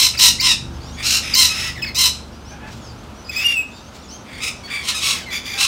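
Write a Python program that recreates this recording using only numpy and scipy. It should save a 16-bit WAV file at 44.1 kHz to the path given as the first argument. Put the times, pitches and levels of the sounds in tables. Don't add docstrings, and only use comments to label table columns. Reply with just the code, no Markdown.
import sys
import numpy as np
from scipy import signal
from scipy.fft import rfft, irfft, next_fast_len
from scipy.io import wavfile
from scipy.ndimage import uniform_filter1d

SR = 44100
rng = np.random.default_rng(int(sys.argv[2]) if len(sys.argv) > 2 else 0)


def master_out(mix):
    frames = np.transpose(np.atleast_2d(mix))
    ceiling = np.clip(frames, -1, 1)
    pcm = np.round(ceiling * 32767).astype(np.int16)
    wavfile.write(sys.argv[1], SR, pcm)


N = 250047

# [f/Hz, level/dB]
SHRILL = [(600, -44), (1000, -14.5), (1500, -20), (2000, -12), (2800, -5), (3400, -6.5), (4050, 3.5),
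          (4700, -5.5), (5400, 0.5), (6800, -8), (8500, -8.5), (11000, -18.5), (14000, -13.5), (16000, -27)]
HARSH = [(600, -54), (1000, -8.5), (1500, -20.5), (2000, -7.5), (2700, 0), (3200, -7), (3850, 5.5),
         (4400, -8), (5200, 2.5), (6500, -9.5), (8500, -10.5), (11500, -23.5), (16000, -26)]
HOARSE = [(700, -25.5), (1500, -14), (1900, -14), (2700, -3), (3500, -8.5), (4200, -0.5), (5500, -2.5),
          (7000, -7), (8500, -13), (11000, -19), (13500, -18), (16000, -28)]
NAGGING = [(800, -22), (1300, -8.5), (1600, -6), (2050, 4.5), (2600, 0.5), (3300, 1.5), (3850, -2.5),
           (4400, -17), (5200, 2.5), (6000, -4.5), (7200, -14), (9500, -14), (12500, -21), (16000, -34)]
THROATY = [(800, -21.5), (1400, -15), (1900, -4), (2350, -3), (2900, -14), (3500, -6.5), (4100, -22),
           (4750, -9), (5600, -26), (6800, -22.5), (8000, -22), (9300, -22), (12000, -39), (15000, -31)]
RASPING = [(700, -34), (1100, -6.5), (1600, -17), (2100, -5), (2650, -0.5), (3300, -1), (4000, 0),
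           (4700, -4.5), (5500, -3.5), (7000, -8), (8500, -8), (11000, -17.5), (13500, -22.5), (16000, -24)]
PURE = [(900, -30), (1500, -8), (1950, 0), (2600, 0), (3900, -10), (5100, -9), (6200, -21), (7700, -19),
        (9200, -36), (11000, -26), (13000, -29), (15500, -28)]
MELLOW = [(500, 18), (800, 11.5), (1650, 13.5), (2600, 8), (3500, -1), (6000, -57), (12000, -51)]
SWEEP = [(1200, -24), (2200, 6), (3300, -32), (4600, 14.5), (5600, -6.5), (7000, -5), (9000, -28),
         (12000, -22), (16000, -12)]
GRUFF = [(800, -18), (1400, -14), (1900, 1), (2300, 3), (2850, -8), (3400, 1.5), (4050, -12.5),
         (4750, -0.5), (5600, -10), (6800, -7.5), (8100, -23), (9500, -17.5), (12000, -21), (15000, -21)]
SCOLDING = [(850, -35), (1280, -11), (1650, -30), (2050, 2), (2450, 0.5), (3050, -8.5), (3850, -4),
            (4300, -14), (5150, -4), (5900, -12), (6500, -8), (9500, -14.5), (12800, -31), (14800, -23)]


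def amp(db):
    return 10 ** (np.asarray(db) / 20)


def unit(x):
    return x / np.sqrt(np.mean(x ** 2) + 1e-20)


def read(points, hz):
    f, value = np.transpose(points)
    return np.interp(np.log(hz + 1), np.log(f + 1), value)


def add(mix, s, sound):
    start = int(round(s * SR))
    sound = sound[max(-start, 0):]
    part = mix[max(start, 0):][:len(sound)]
    part += sound[:len(part)]


def colour(x, spectrum):
    size = next_fast_len(len(x) + 512)
    hz = np.fft.rfftfreq(size, 1 / SR)
    gain = amp(read(spectrum, hz)) * np.minimum(hz / spectrum[0][0], 1) ** 2
    return unit(irfft(rfft(x, size) * gain, size)[:len(x)])


def wander(rate_hz):
    hz = np.fft.rfftfreq(2 ** 18, 1 / SR)
    noise = rng.standard_normal(2 * len(hz) - 2)
    return unit(irfft(rfft(noise) / (1 + (hz / rate_hz) ** 4))[:N])


def membrane(turns, hz, chaos, blur):
    offsets = rng.integers(N, size=(32, 2, 1))
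    tone = np.zeros(len(turns))
    for k in range(1, int(SR / 2 / hz.max()) + 1):
        along, across = blur[(np.arange(len(turns)) + offsets[k]) % N] * chaos / np.sqrt(2)
        angle = 2 * np.pi * k * turns + k * k
        tone += (np.sqrt(1 - chaos ** 2) + along) * np.cos(angle) + across * np.sin(angle)
    return unit(tone)


def brighten(sound, effort_db, per_db, knee_hz=6500):
    hz = np.fft.rfftfreq(len(sound), 1 / SR)
    body = irfft(rfft(sound) / (1 + (hz / knee_hz) ** 6), len(sound))
    below_peak_db = np.maximum(effort_db - effort_db.max() + 0.5, -10)
    return body + (sound - body) * amp(per_db * below_peak_db)


def syrinx(voice, rows, chance, jitter=0.0535, smear=1.0, rasp=0.96, twin=0.48, twin_hz=1330,
           flutter_db=2, fitful=0.2805, waver=0.02995, bright_per_db=0.5):
    s, *columns = np.transpose(rows)
    t = np.arange(s[0], s[-1], 1 / SR)
    effort_db, hz, rough = (np.interp(t, s, c) for c in columns)
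    fast, shake, fits, hiss = chance[:-1, (np.arange(len(t)) + rng.integers(N)) % N]
    rough = np.clip(rough * (1 + fitful * fits), 0, 1)
    chaos = np.clip(smear * rough, 0, 1)
    uneven = 1 + jitter * rough * fast + waver * np.minimum(rough, .5) * fits
    turns = np.cumsum(hz * uneven) / SR
    other_hz = twin_hz * hz / hz.mean() * (1 + jitter * rough * fast[::-1] + waver * shake / 2)
    joined = np.clip(twin * rough * np.interp(effort_db, [-28, -18], [0, 1]), 0, 1)
    tone = np.sqrt(1 - joined) * membrane(turns, hz, chaos, chance[-1])
    tone += np.sqrt(joined) * membrane(np.cumsum(other_hz) / SR, other_hz, chaos, chance[-1])
    puffs = unit(hiss * (1 + 0.25 * np.cos(2 * np.pi * turns)))
    share = np.clip(rasp * rough ** 2, 0, 1)
    source = np.sqrt(1 - share) * tone + np.sqrt(share) * puffs
    sound = brighten(colour(source, voice), effort_db, bright_per_db)
    sound /= np.sqrt(abs(uniform_filter1d(sound ** 2, size=700)) + 1e-6)
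    sound = unit(sound * amp(flutter_db * rough * shake))
    edges = np.clip(np.minimum(t - t[0], t[-1] - t) / 0.0012, 0, 1)
    return s[0], sound * amp(effort_db) * edges


def press(start, let_go, first_db, last_db, shape, belly_db=1.5):
    attack_s, attack_db, release_s, release_db = shape
    t = np.arange(start, let_go + release_s, 1 / SR)
    u = np.minimum((t - start) / (let_go - start), 1)
    hold = first_db + (last_db - first_db) * u + belly_db * (np.sin(np.pi * u) - 2 / np.pi)
    attack = np.interp(t, [start, start + attack_s], [attack_db, 0])
    release = np.interp(t, [let_go, let_go + release_s], [0, release_db])
    return t, hold - attack - release


def upsweep(end, db, hz, length_s=.016, rise=.26, rough=0.27, attack_s=0.0056, attack_db=10,
            overlap_s=0.0069, fade_db=8, curve=1.5):
    t = np.arange(-length_s, overlap_s, 1 / SR)
    knots_s = [-length_s, attack_s - length_s, 0, overlap_s]
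    effort_db = db - np.interp(t, knots_s, [attack_db, 0, 0, fade_db])
    pitch = hz * (1 + rise * ((t - t[0]) / length_s) ** curve)
    return SWEEP, np.column_stack([end + t, effort_db, pitch, np.full(len(t), rough)])


def screech(voice, start, let_go, first_db, last_db, top_hz, last_hz,
            first_rough, middle_rough, last_rough, sweep_db, sweep_hz, scoop_share=.1, scoop_s=.036):
    # [attack/s, attack depth/dB, release/s, release depth/dB]
    screech_shape = (0.031, 6.6, .045, 22.5)
    t, effort_db = press(start, let_go, first_db, last_db, screech_shape)
    scoop = scoop_share * top_hz * np.maximum(1 - (t - start) / scoop_s, 0) ** 2
    sag = (top_hz - last_hz) * np.maximum(t - start - scoop_s, 0) / (let_go - start - scoop_s)
    knots_s = [start, (start + let_go) / 2, let_go]
    rough = np.interp(t, knots_s, [first_rough, middle_rough, last_rough])
    body = np.column_stack([t, effort_db, top_hz - scoop - sag, rough])
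    return [upsweep(start, sweep_db, sweep_hz), (voice, body)]


def engine(unsteady=0.35, drift=0.0085):
    # [t/s, level/dB, cycle rate/Hz before drift]
    engine_course = [(0, -37, 23.3), (.7, -32.5, 23.9), (1.2, -36.5, 23.76), (1.7, -35.5, 24.22),
                     (2.3, -38.5, 23.56), (2.85, -38, 23.59), (3.15, -42.5, 23.38), (4, -49, 22.8),
                     (4.6, -44.5, 24.23), (5.2, -41, 24.5), (5.67, -50, 23.76)]
    # [multiple of the cycle rate, relative level/dB]
    engine_orders = [(1.93, -9), (3, -1), (4.1, -11), (5.06, -4.5), (6, -12), (7, -10), (8, -15), (9.5, -9),
                     (11, -15), (14, -13)]
    s, db, hz = np.transpose(engine_course)
    t = np.arange(N) / SR
    turns = np.cumsum(np.interp(t, s, hz) * (1 + drift * wander(rate_hz=3))) / SR
    hum = np.zeros(N)
    for k, order_db in engine_orders:
        fading = 1 + unsteady * wander(rate_hz=9.1)
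        hum += amp(order_db) * fading * np.sin(2 * np.pi * (k * turns + rng.random()))
    return amp(np.interp(t, s, db)) * unit(hum)


def air(level_db=-38.5, swell_db=-0.84):
    # [f/Hz, relative density/dB per Hz]
    air_spectrum = [(15, -41), (25, -21), (75, -2.5), (140, -13.5), (227, -6.5), (331, -14.5), (470, -14.5),
                    (1140, -18), (1380, -18), (1860, -27), (2930, -26.5), (3740, -28), (6240, -34.5),
                    (7330, -37.5), (15600, -49.5)]
    swell = amp(level_db + swell_db * wander(rate_hz=1.7))
    return swell * colour(rng.standard_normal(N), air_spectrum)


def twitter(count=48, level_db=-54.5, spread_db=5, pitch_hz=2800, length_s=0.056, slide=0.1424):
    place, long, loud, high, slope = rng.uniform(-1, 1, (count, 5)).T
    start = (np.arange(count) + (1 + place) / 2) * N / SR / count
    end = start + length_s * (1 + long / 2)
    hz = pitch_hz * (1 + 0.067 * high)
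    first_hz, last_hz = hz * (1 - slide * slope), hz * (1 + slide * slope)
    return list(zip(start, end, level_db + spread_db * loud, first_hz, last_hz))


def squawk(voice, start, attack_s, let_go, first_db, last_db, hz, rough, bend_per_db=.004):
    # [attack depth/dB, release/s, release depth/dB]
    squawk_shape = (11, .036, 20.3)
    t, effort_db = press(start, let_go, first_db, last_db, (attack_s, *squawk_shape))
    pitch = hz * (1 + bend_per_db * (effort_db - (first_db + last_db) / 2))
    return voice, np.column_stack([t, effort_db, pitch, np.full(len(t), rough)])


def glide(voice, start, end, db, first_hz, last_hz, rough, settle=2.0, in_db=5, out_db=3):
    t = np.arange(start, end, 1 / SR)
    u = (t - start) / (end - start)
    effort_db = db - np.interp(u, [0, .5, 1], [in_db, 0, out_db])
    pitch = last_hz + (first_hz - last_hz) * abs(1 - u) ** settle
    return voice, np.column_stack([t, effort_db, pitch, np.full(len(t), rough)])


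def wings(beat_hz=21, depth=0.39):
    # [middle/s, length/s, level/dB]
    flurries = [(1.6, 0.22, -31.5), (2.727, 0.13, -44.5), (3.05, 0.05, -53), (3.959, 0.071, -44),
                (5.125, 0.18, -36.5)]
    # [f/Hz, level/dB]
    feathers = [(100, -17), (400, 0), (1500, 2.5), (4500, 6.5), (7500, 1), (11000, -16), (16000, -10)]
    t = np.arange(N) / SR
    level = sum(amp(db) * np.exp(-(2 * (t - s) / length) ** 2) for s, length, db in flurries)
    rate_hz = beat_hz * (1 + 0.092 * wander(rate_hz=2.8))
    beats = 1 + depth * np.sin(2 * np.pi * np.cumsum(rate_hz) / SR)
    return level * beats * colour(rng.standard_normal(N), feathers)


def whistle():
    # [f/Hz, level/dB]
    rise_voice = [(1900, -3), (2550, 1), (3800, -13), (5050, -3.5), (6300, -22), (7600, -13.5), (9000, -40),
                  (10200, -28), (12600, -20), (15200, -18)]
    fall_voice = [(2000, -12), (2700, -1.5), (4000, -19), (5200, -38), (5650, -18), (7700, -15.5),
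                  (8400, -26), (9900, -31), (11200, -22), (12800, -25), (14000, -37), (15400, -22)]
    # [t/s, effort/dB, pitch/Hz, roughness 0-1]
    rise_course = [(3.286, -46, 2460, 0.1), (3.297, -21.5, 2530, 0.07), (3.318, -38, 2533, 0.13),
                   (3.357, -39, 2500, 0.38), (3.365, -19, 2518, 0.06), (3.388, -20.5, 2540, 0.1),
                   (3.405, -24, 2606, 0.26), (3.447, -27, 2816, 0.65)]
    fall_course = [(3.443, -19.5, 2840, 0.15), (3.47, -10, 2829, 0), (3.48, -29, 2788, .13),
                   (3.495, -15.5, 2803, 0.083), (3.545, -22.5, 2750, .05), (3.578, -18.5, 2570, 0.0022),
                   (3.6, -24.5, 2557, .03), (3.625, -27, 2510, .13)]
    return [(rise_voice, rise_course), (fall_voice, fall_course)]


def flock(chirp_rough=.3):
    # [voice, start/s, let-go/s, first/dB, last/dB, top pitch/Hz, last pitch/Hz,
    # roughness 0-1 at start, middle and end, upsweep/dB, upsweep start pitch/Hz]
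    screeches = [ (SHRILL, -.03, .066, -10.5, -12.5, 1075, 1020, 0.41, .54, 0.69, -20, 2250),
                 (SHRILL, 0.19, 0.29, -8, -9.5, 1005, 965, .45, 0.69, .58, -21, 2300),
                 (HARSH, .413, 0.52, -15, -12, 1060, 925, .22, .68, 0.35, -15.5, 2220),
                 (SHRILL, 1.352, 1.459, -9.5, -12, 1055, 970, 0.15, 0.39, 0.61, -11.5, 2390),
                 (SHRILL, 1.965, 2.069, -13.5, -12.5, 1045, 995, 0.21, 0.44, .56, -22.5, 2500), ]
    # [voice, start/s, attack/s, let-go/s, first/dB, last/dB, pitch/Hz, roughness 0-1]
    squawks = [ (THROATY, .134, 0.0182, .154, -28, -28, 1340, 0.39),
               (THROATY, .968, .026, 1.03, -32, -29.5, 1200, 0.69),
               (HOARSE, 1.027, 0.0351, 1.172, -17, -15.5, 1390, 0.803),
               (NAGGING, 1.2, 0.0388, 1.335, -29.5, -27.5, 1280, .66),
               (NAGGING, 1.475, 0.0347, 1.522, -23.5, -22, 1292, 0.47),
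               (NAGGING, 1.525, 0.0263, 1.684, -27, -24.5, 1305, 0.48),
               (THROATY, 1.6, .03, 1.7, -38, -29.5, 972, 0.45),
               (MELLOW, 2.505, 0.014, 2.57, -42.5, -43.5, 810, .42),
               (MELLOW, 2.59, .025, 2.695, -40.5, -39, 862, 0.54),
               (GRUFF, 3.307, .028, 3.525, -31, -28.5, 1195, 0.605),
               (THROATY, 4.24, 0.0305, 4.41, -45, -35.5, 1100, 0.85),
               (SCOLDING, 4.402, 0.0375, 4.492, -24, -23, 1280, 0.6),
               (THROATY, 4.7, 0.0045, 4.768, -25.5, -23.5, 1178, 0.51),
               (THROATY, 4.765, 0.027, 4.825, -29, -30, 1125, .5),
               (RASPING, 4.82, .026, 4.875, -32, -28, 1070, .6),
               (RASPING, 4.872, 0.01974, 4.903, -14.5, -18, 1035, 0.74),
               (RASPING, 4.94, 0.0077, 4.995, -23.5, -25.5, 1255, 0.33),
               (RASPING, 5, .026, 5.113, -26, -18.5, 1330, 0.599),
               (RASPING, 5.005, .03, 5.138, -21, -21.5, 1130, 0.55),
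               (GRUFF, 5.13, 0.01994, 5.19, -29.5, -30.5, 1300, 0.85),
               (GRUFF, 5.302, 0.0238, 5.378, -25, -23.5, 1175, 0.59),
               (GRUFF, 5.43, 0.0298, 5.58, -29, -28.5, 1198, 0.65),
               (RASPING, 5.577, 0.0286, 5.656, -14.5, -16, 1350, .76),
               (MELLOW, 5.52, 0.032, 5.63, -41.5, -34.5, 793, .25), ]
    # [voice, start/s, end/s, level/dB, first pitch/Hz, last pitch/Hz, roughness 0-1]
    yelps = [ (PURE, .386, .404, -28.5, 1940, 2150, .22), (PURE, 1.755, 1.808, -33, 2250, 1740, 0.36),
             (PURE, 1.816, 1.828, -30, 3500, 2700, .2), (PURE, 1.822, 1.841, -23.5, 2640, 2520, 0.067),
             (SWEEP, 1.822, 1.842, -24.5, 2660, 2520, 0.12), (PURE, 1.838, 1.854, -26.5, 2500, 1700, 0.37),
             (SWEEP, 1.858, 1.897, -33, 2400, 2120, 0.27), (PURE, 1.862, 1.9, -27.5, 2380, 2100, 0.41),
             (SHRILL, 1.946, 1.97, -23.5, 1150, 1300, .3), (THROATY, 4.635, 4.676, -36.5, 1124, 1110, .2),
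             (SWEEP, 4.636, 4.674, -36.5, 2240, 2230, .1), (PURE, 4.674, 4.704, -35.5, 1900, 1570, .55),
             (PURE, 4.91, 4.96, -35, 1900, 1720, 0.32), (PURE, 5.19, 5.25, -38, 2050, 1500, 0.401),
             (PURE, 5.262, 5.312, -31.5, 2220, 1980, 0.2), ]
    # [start/s, end/s, level/dB, first pitch/Hz, last pitch/Hz]
    chirps = [ (.722, .777, -51, 3130, 3120), (.83, .93, -48.5, 3280, 3720), (.803, .874, -44, 2143, 2420),
              (.855, .925, -44.5, 2680, 2880), (.919, .975, -43, 3064, 3420),
              (2.33, 2.385, -54, 2356, 2460), (2.448, 2.535, -44.5, 2510, 3114),
              (2.8, 2.885, -48.5, 3740, 3090), (2.845, 2.924, -45, 2800, 2340),
              (3.245, 3.303, -40.5, 2505, 2435), (3.713, 3.816, -46.5, 3540, 3710),
              (3.741, 3.793, -46, 2450, 2290), (3.84, 3.898, -49, 2600, 3230),
              (4.02, 4.066, -45.5, 4090, 3280), (4.085, 4.169, -38, 2550, 3220),
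              (4.335, 4.37, -43, 2250, 2296), ]
    # [f/Hz, level/dB]
    thin_voice = [(2000, -8), (3200, -4), (4500, 13.5), (6300, 5), (7500, -5.5), (9500, -15), (12000, -23),
                  (16000, -20)]
    chance = np.array([wander(rate_hz=476), wander(rate_hz=72), wander(rate_hz=92.6),
                       rng.standard_normal(N), wander(rate_hz=305)])
    calls = [part for row in screeches for part in screech(*row)]
    calls += [squawk(*row) for row in squawks]
    calls += [glide(*row) for row in yelps]
    calls += whistle()
    calls += [glide(thin_voice, *row, chirp_rough) for row in list(chirps) + twitter()]
    out = np.zeros(N)
    for voice, rows in calls:
        add(out, *syrinx(voice, rows, chance))
    return out


def garden(x, tail_db=-11, build_s=0.012):
    # [f/Hz, t60/s]
    decay = [(300, 0.12), (2500, 0.36), (5000, 0.36), (9000, 0.33), (15000, 0.17)]
    # [delay/s, level/dB]
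    echoes = [(.0013, -37), (.0047, -15), (0.021, -9), (0.029, -20), (0.045, -22)]
    hz, t, z = signal.stft(rng.standard_normal(SR), SR, nperseg=256)
    z = z * amp(-60 * t / read(decay, hz)[:, None]) * (1 - np.exp(-t / build_s))
    response = signal.istft(z, SR, nperseg=256)[1]
    response *= amp(tail_db) / np.linalg.norm(response)
    for delay, db in echoes:
        add(response, delay, amp([db]))
    return x + signal.fftconvolve(x, response)[:N]


def scene():
    birds = garden(amp(-0.15) * (flock() + wings()))
    return (birds + engine() + air())[None]


def record(dry, ceiling=0.83, low_cut_hz=32, edge_hz=15850):
    low_cut = signal.butter(4, low_cut_hz, "highpass", fs=SR, output="sos")
    clipped = np.clip(signal.sosfilt(low_cut, dry), -ceiling, ceiling)
    band_limit = signal.firwin(511, edge_hz, window=("kaiser", 9), fs=SR)
    return signal.oaconvolve(clipped, band_limit[None], "same")


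dry = scene()
out = record(dry)
master_out(out)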